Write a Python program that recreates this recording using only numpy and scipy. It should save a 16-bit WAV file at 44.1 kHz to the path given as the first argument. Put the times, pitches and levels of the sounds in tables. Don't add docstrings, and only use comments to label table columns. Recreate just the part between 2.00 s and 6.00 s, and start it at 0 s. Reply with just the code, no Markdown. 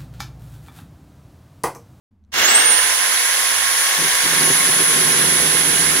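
import sys
import numpy as np
from scipy import signal
from scipy.fft import rfft, irfft
from scipy.io import wavfile
from scipy.ndimage import uniform_filter1d

SR = 44100
rng = np.random.default_rng(int(sys.argv[2]) if len(sys.argv) > 2 else 0)


def master_out(mix):
    frames = np.transpose(np.atleast_2d(mix))
    ceiling = np.clip(frames, -1, 1)
    pcm = np.round(ceiling * 32767).astype(np.int16)
    wavfile.write(sys.argv[1], SR, pcm)


N = 176400
T = np.arange(N) / SR
HZ = np.fft.rfftfreq(N, 1 / SR)
ON_S, FAN_BLADES, RIPPLE_HZ = .319, 19, 100

# time_s, pitch_hz
FAN_PITCH = [(0.44, 6380), (0.5, 7560), (0.53, 7900), (0.55, 8230), (0.6, 8670), (0.66, 9050), (0.75, 9490),
             (0.85, 9760), (1.0, 9990), (1.25, 10240), (1.5, 10310), (1.95, 10430), (2.08, 10420),
             (2.23, 10460), (2.57, 10270), (3.0, 10200), (3.3, 10120), (4.0, 10090)]
# time_s, level_db, left_minus_right_db
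WHINE_ENVELOPE = [(.32, -33, -4), (.41, -39, 0), (.44, -21.5, -15), (.52, -13, 2), (.535, -26, 0),
                  (.55, -9.5, -3), (.6, -16.5, -7), (.63, -23, 10), (.66, -14, -6), (.73, -14.5, -9.5),
                  (.9, -21.5, -8), (1.25, -21, -4), (1.42, -21, -2), (1.66, -24, -8.5), (1.8, -19, 0),
                  (1.96, -25.5, 5), (2.04, -21, 0), (2.3, -21.5, -1), (2.45, -16.5, -2.5),
                  (2.95, -16.5, -1.5), (3.2, -17, -3.5), (3.5, -18, -8.5), (4, -18, -5.5)]
GEAR_MULTIPLES = (.9, 1, 1.8, 2, 3, 3.6, 4, 6, 8, 18, 20)
GEAR_RUN_UP_DB = (-52, -39, -40, -36, -47, -42, -50, -41, -55, -50, -44)
GEAR_FULL_DB = (-49, -50, -41, -34, -40, -43, -45, -46, -48, -48, -42)
# time_s, gain_db
GEAR_ENVELOPE = [(.5, -1.5), (1.2, -3), (2.4, 0), (3.05, -1.5), (3.5, -7.5), (4, -5)]

# frequency_hz, relative_db
RATTLE_RUN_UP = [(30, -38), (130, -33), (220, -14.5), (450, -10.5), (800, -5.5), (1300, -3), (1620, -0.5),
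                 (2100, -1.5), (2450, -7.5), (2780, 1), (3020, -4), (3330, -3), (4200, -5.5), (5100, -7.5),
                 (5570, -5.5), (5900, -8), (6350, -4.5), (6900, -10), (7300, -9.5), (8200, -17),
                 (9600, -13.5), (10600, -16.5), (12200, -15.5), (13800, -19), (15400, -18)]
# frequency_hz, relative_db
RATTLE_FULL = [(30, -42), (130, -37.5), (250, -25), (480, -15), (850, -8), (1300, -7), (1600, -2.5),
               (2150, -3.5), (2450, -7.5), (3400, -5), (4100, -7), (4950, -7.5), (5450, -7.5), (6000, -5.5),
               (6700, -6.5), (7250, -11.5), (7600, -6.5), (8050, -15), (8900, -10), (9400, -11.5),
               (10000, -11.5), (11300, -13), (13000, -15), (14500, -14), (15600, -21.5)]
# time_s, level_db
RATTLE_ENVELOPE = [(.319, -41), (.337, -25), (.34, -18), (.355, -19.5), (.385, -13), (.53, -13.5),
                   (.7, -16), (.85, -17.5), (1.1, -18.5), (1.5, -18), (1.9, -18), (2.4, -17), (3.1, -17.5),
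                   (4, -18)]
# frequency_hz, coherence, left_minus_right_db, left_lead_rad
RATTLE_STEREO = [(100, 1, 7.5, -1.5), (370, 0.95, -7.5, 0.05), (755, 0, 0, 0.8), (1100, 0.07, 1, 0),
                 (1760, 0.6, -8.5, 0.95), (3240, 0.14, 0.5, 1.6), (5450, 0.28, -2.5, 2.24),
                 (7260, 0, -5, 3.5), (8080, 0.53, -4.5, 3.5), (8900, 0.4, -5.5, 5.5),
                 (11000, 0.3, 0.5, 5.5), (15000, 0.1, -3.5, 5.5)]
# centre_hz, width_hz, boost_db
BAR_RESONANCES = [(750, 42, 2.5), (1276, 30, 0.5), (1620, 80, 1.5), (1806, 40, 1), (2183, 85, 4),
                  (2835, 28, 3.5), (3350, 83, 3.5), (5500, 95, 4), (6300, 180, 1.5)]

# time_s, level_db
DRUM_ENVELOPE = [(1.97, -54), (1.995, -34.5), (2.05, -31), (2.1, -54), (2.215, -64), (2.25, -28),
                 (2.3, -39), (2.41, -32.5), (2.51, -29), (2.55, -38), (2.7, -34.5), (2.75, -38),
                 (2.81, -28.5), (2.85, -45), (2.89, -32.5), (3.05, -30), (3.26, -29.5), (3.38, -34.5),
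                 (3.44, -27.5), (3.49, -34), (3.78, -31.5), (4, -32.5)]
# start_s, peak_db
BOX_KNOCKS = [(2.335, -18), (2.38, -23), (2.409, -21), (2.454, -25), (2.479, -15), (2.503, -13),
              (2.519, -28), (2.689, -17), (2.806, -15.5), (3.242, -16), (3.325, -17), (3.433, -17),
              (3.551, -17)]
# pitch_hz, relative_db, t60_s
BOX_MODES = [(165.5, -10, 0.048), (230.5, -4, 0.04), (289, -6.5, 0.071), (323.2, -3, 0.044),
             (379.5, 3, 0.057), (465, -2.5, 0.077), (533, -9.5, 0.027)]
DRONE_MULTIPLES = (10, 11, 18, 25)
DRONE_PARTIALS_DB = (-5, -7, -10.5, -10)

# start_s, peak_db
TRIGGER_TICKS = [(.24, -57), (.249, -56)]
# frequency_hz, relative_db
HUM_SPECTRUM = [(20, -18), (45, -21), (70, 3), (95, -6), (130, -40), (200, -10.5), (400, -33.5),
                (1000, -40), (2500, -52), (8000, -62), (16000, -66)]
# time_s, gain_db
HUM_ENVELOPE = [(.11, -3), (.22, -4), (.38, 4), (.6, -4), (1.2, -6), (2, -6), (4, 0)]


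def fan_pitch():
    return curve([(ON_S, 899)] + list(FAN_PITCH))


def motor():
    pitch_hz = fan_pitch() + 2 * drift(15.5)
    ripple = np.sin(2 * np.pi * RIPPLE_HZ * T)
    lead_s = [.00008, 0]
    blade_passes = np.cumsum(pitch_hz) / SR + .046 * ripple + np.outer(lead_s, pitch_hz)
    tones = gear_tones(blade_passes / FAN_BLADES) + fan_whine(blade_passes, ripple)
    return np.sqrt(2) * tones * ramp(ON_S, ON_S + .06)


def fan_whine(blade_passes, ripple):
    flutter = np.array([drift(34.8), drift(34.8)])
    flutter_db = 1.1 + 2.5 * (1 - ramp(ON_S, .78))
    level = amp(curve(WHINE_ENVELOPE) - .5 + flutter_db * flutter) * (1 + .08 * ripple)
    octave = amp(-19 + 4.6 * drift(60)) * np.sin(4 * np.pi * blade_passes)
    return level * pan(curve(WHINE_ENVELOPE, column=2)) * (np.sin(2 * np.pi * blade_passes) + octave)


def gear_tones(shaft_turns):
    tones = np.zeros((2, N))
    for multiple, run_up_db, full_db in zip(GEAR_MULTIPLES, GEAR_RUN_UP_DB, GEAR_FULL_DB):
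        db = run_up_db + (full_db - run_up_db) * ramp(.81, .83)
        tone = np.sin(2 * np.pi * (multiple * shaft_turns + rng.random()))
        tones += tone * amp(db + 2 * drift(6.8))
    return tones * pan(db=4) * amp(curve(GEAR_ENVELOPE)) * ramp(.29, .43)


def chain(top_clicks_per_s=4500, click_share=.35):
    pitch_hz = fan_pitch()
    shaft_turns = np.cumsum(pitch_hz) / SR / FAN_BLADES
    hits = rng.random((2, N)) < top_clicks_per_s / SR * pitch_hz / pitch_hz.max()
    clicks = hits * rng.choice([-1, 1], (2, N))
    clicks = clicks * amp(2.5 * np.minimum(rng.exponential(1, (2, N)), 4))
    scrape = rng.standard_normal((2, N))
    links = np.sqrt(click_share) * unit(clicks) + np.sqrt(1 - click_share) * scrape
    links *= 1 + .055 * np.cos(2 * np.pi * shaft_turns) + .027 * np.sin(2 * np.pi * RIPPLE_HZ * T)
    rattle = spread(flicker(links))
    run_up = colour(bar_ring(rattle, depth=1.8), RATTLE_RUN_UP)
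    full_speed = colour(bar_ring(rattle, depth=.82), RATTLE_FULL)
    settled = ramp(.55, .95)
    return ((1 - settled) * run_up + settled * full_speed) * amp(curve(RATTLE_ENVELOPE)) * (T > ON_S)


def flicker(rattle, shake_db=.32, patch_db=1.08):
    bands = signal.stft(rattle * amp(shake_db * drift(110)), nperseg=256)[2]
    patches = uniform_filter1d(rng.standard_normal(bands.shape[1:]), size=5, axis=0)
    patches = unit(uniform_filter1d(patches, size=4, axis=1))
    return signal.istft(bands * amp(patch_db * patches))[1][:, :N]


def spread(rattle):
    common, separate = rfft(rattle)
    coherence = by_hz(RATTLE_STEREO)
    left = common * np.exp(1j * by_hz(RATTLE_STEREO, column=3))
    right = coherence * common + np.sqrt(1 - coherence ** 2) * separate
    return irfft(np.array([left, right]) * pan(by_hz(RATTLE_STEREO, column=2)), N)


def bar_ring(rattle, depth):
    boost_db = sum(db / (1 + (2 * (HZ - hz) / width) ** 2) for hz, width, db in BAR_RESONANCES)
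    return irfft(rfft(rattle) * amp(depth * boost_db), N)


def box_drumming():
    t = T[:SR // 3]
    ring = sum(amp(db - 60 * t / t60) * np.sin(2 * np.pi * hz * t) for hz, db, t60 in BOX_MODES)
    ring /= abs(ring).max()
    bumps_per_s = 130 * amp(5 * drift(90))
    count = np.floor(np.cumsum(bumps_per_s) / SR)
    bumps = np.diff(count, prepend=0) * amp(2 * rng.standard_normal(N))
    bumps /= np.std(signal.fftconvolve(bumps, ring)[:N])
    blows = bumps * amp(curve(DRUM_ENVELOPE)) * (T > DRUM_ENVELOPE[0][0])
    for start_s, db in BOX_KNOCKS:
        blows[round(start_s * SR)] += amp(db)
    low_cut = signal.butter(3, 115, "high", fs=SR, output="sos")
    return signal.sosfilt(low_cut, signal.fftconvolve(blows, ring)[:N])


def box_drone(turns_per_loop=35, rest_db=-36):
    loops = np.cumsum(fan_pitch()) / SR / FAN_BLADES / turns_per_loop
    drone = sum(amp(db + 1.2 * drift(13)) * np.sin(2 * np.pi * (multiple * loops + .14 * drift(14)))
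                for multiple, db in zip(DRONE_MULTIPLES, DRONE_PARTIALS_DB))
    drum_db = curve(DRUM_ENVELOPE)
    level_db = np.minimum(rest_db + .67 * (drum_db - rest_db), drum_db + 2)
    return np.sqrt(2) * drone * amp(level_db) * (T > DRUM_ENVELOPE[0][0])


def trigger(modes_hz=(4130, 5900), t60_s=.0052):
    ticks = np.zeros(N)
    for start_s, db in TRIGGER_TICKS:
        age = np.maximum(T - start_s, 0)
        ring = sum(np.sin(2 * np.pi * hz * age) for hz in modes_hz) / 2
        ticks += ring * amp(db - 60 * np.minimum(age / t60_s, 3))
    return ticks


def outdoor_hum():
    noise = rng.standard_normal(N) + .14 * rng.standard_normal((2, N))
    return amp(curve(HUM_ENVELOPE) - 49.5) * colour(noise, HUM_SPECTRUM)


def amp(db):
    return 10 ** (np.asarray(db) / 20)


def unit(x):
    return x / np.sqrt(np.mean(x ** 2) + 1e-20)


def ramp(start_s, end_s):
    return np.interp(T, (start_s, end_s), (0, 1))


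def curve(rows, column=1):
    rows = np.array(rows)
    return np.interp(T, rows[:, 0], rows[:, column])


def by_hz(rows, column=1):
    rows = np.array(rows)
    return np.interp(np.log(HZ + 1), np.log(rows[:, 0] + 1), rows[:, column])


def colour(x, spectrum):
    return unit(irfft(rfft(x) * amp(by_hz(spectrum)), N))


def drift(hz):
    return unit(irfft(rfft(rng.standard_normal(N)) * (HZ > 0) / (1 + (HZ / hz) ** 4), N))


def pan(db):
    return amp(np.array([db / 2, -db / 2])).reshape(2, -1)


def scene():
    saw = trigger() + motor() + chain()
    box = pan(db=-2.5) * (box_drumming() + box_drone())
    return saw + box + outdoor_hum()


def record(dry, open_s=.108, ceiling=.88, cutoff_hz=15800):
    opened = dry * ramp(open_s, open_s + .005)
    rounded = opened / (1 + (opened / ceiling) ** 8) ** (1 / 8)
    high_cut = signal.firwin(1023, cutoff_hz, window=("kaiser", 10), fs=SR)
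    return signal.oaconvolve(rounded, high_cut[None], "same")


dry = scene()
out = record(dry)
master_out(out)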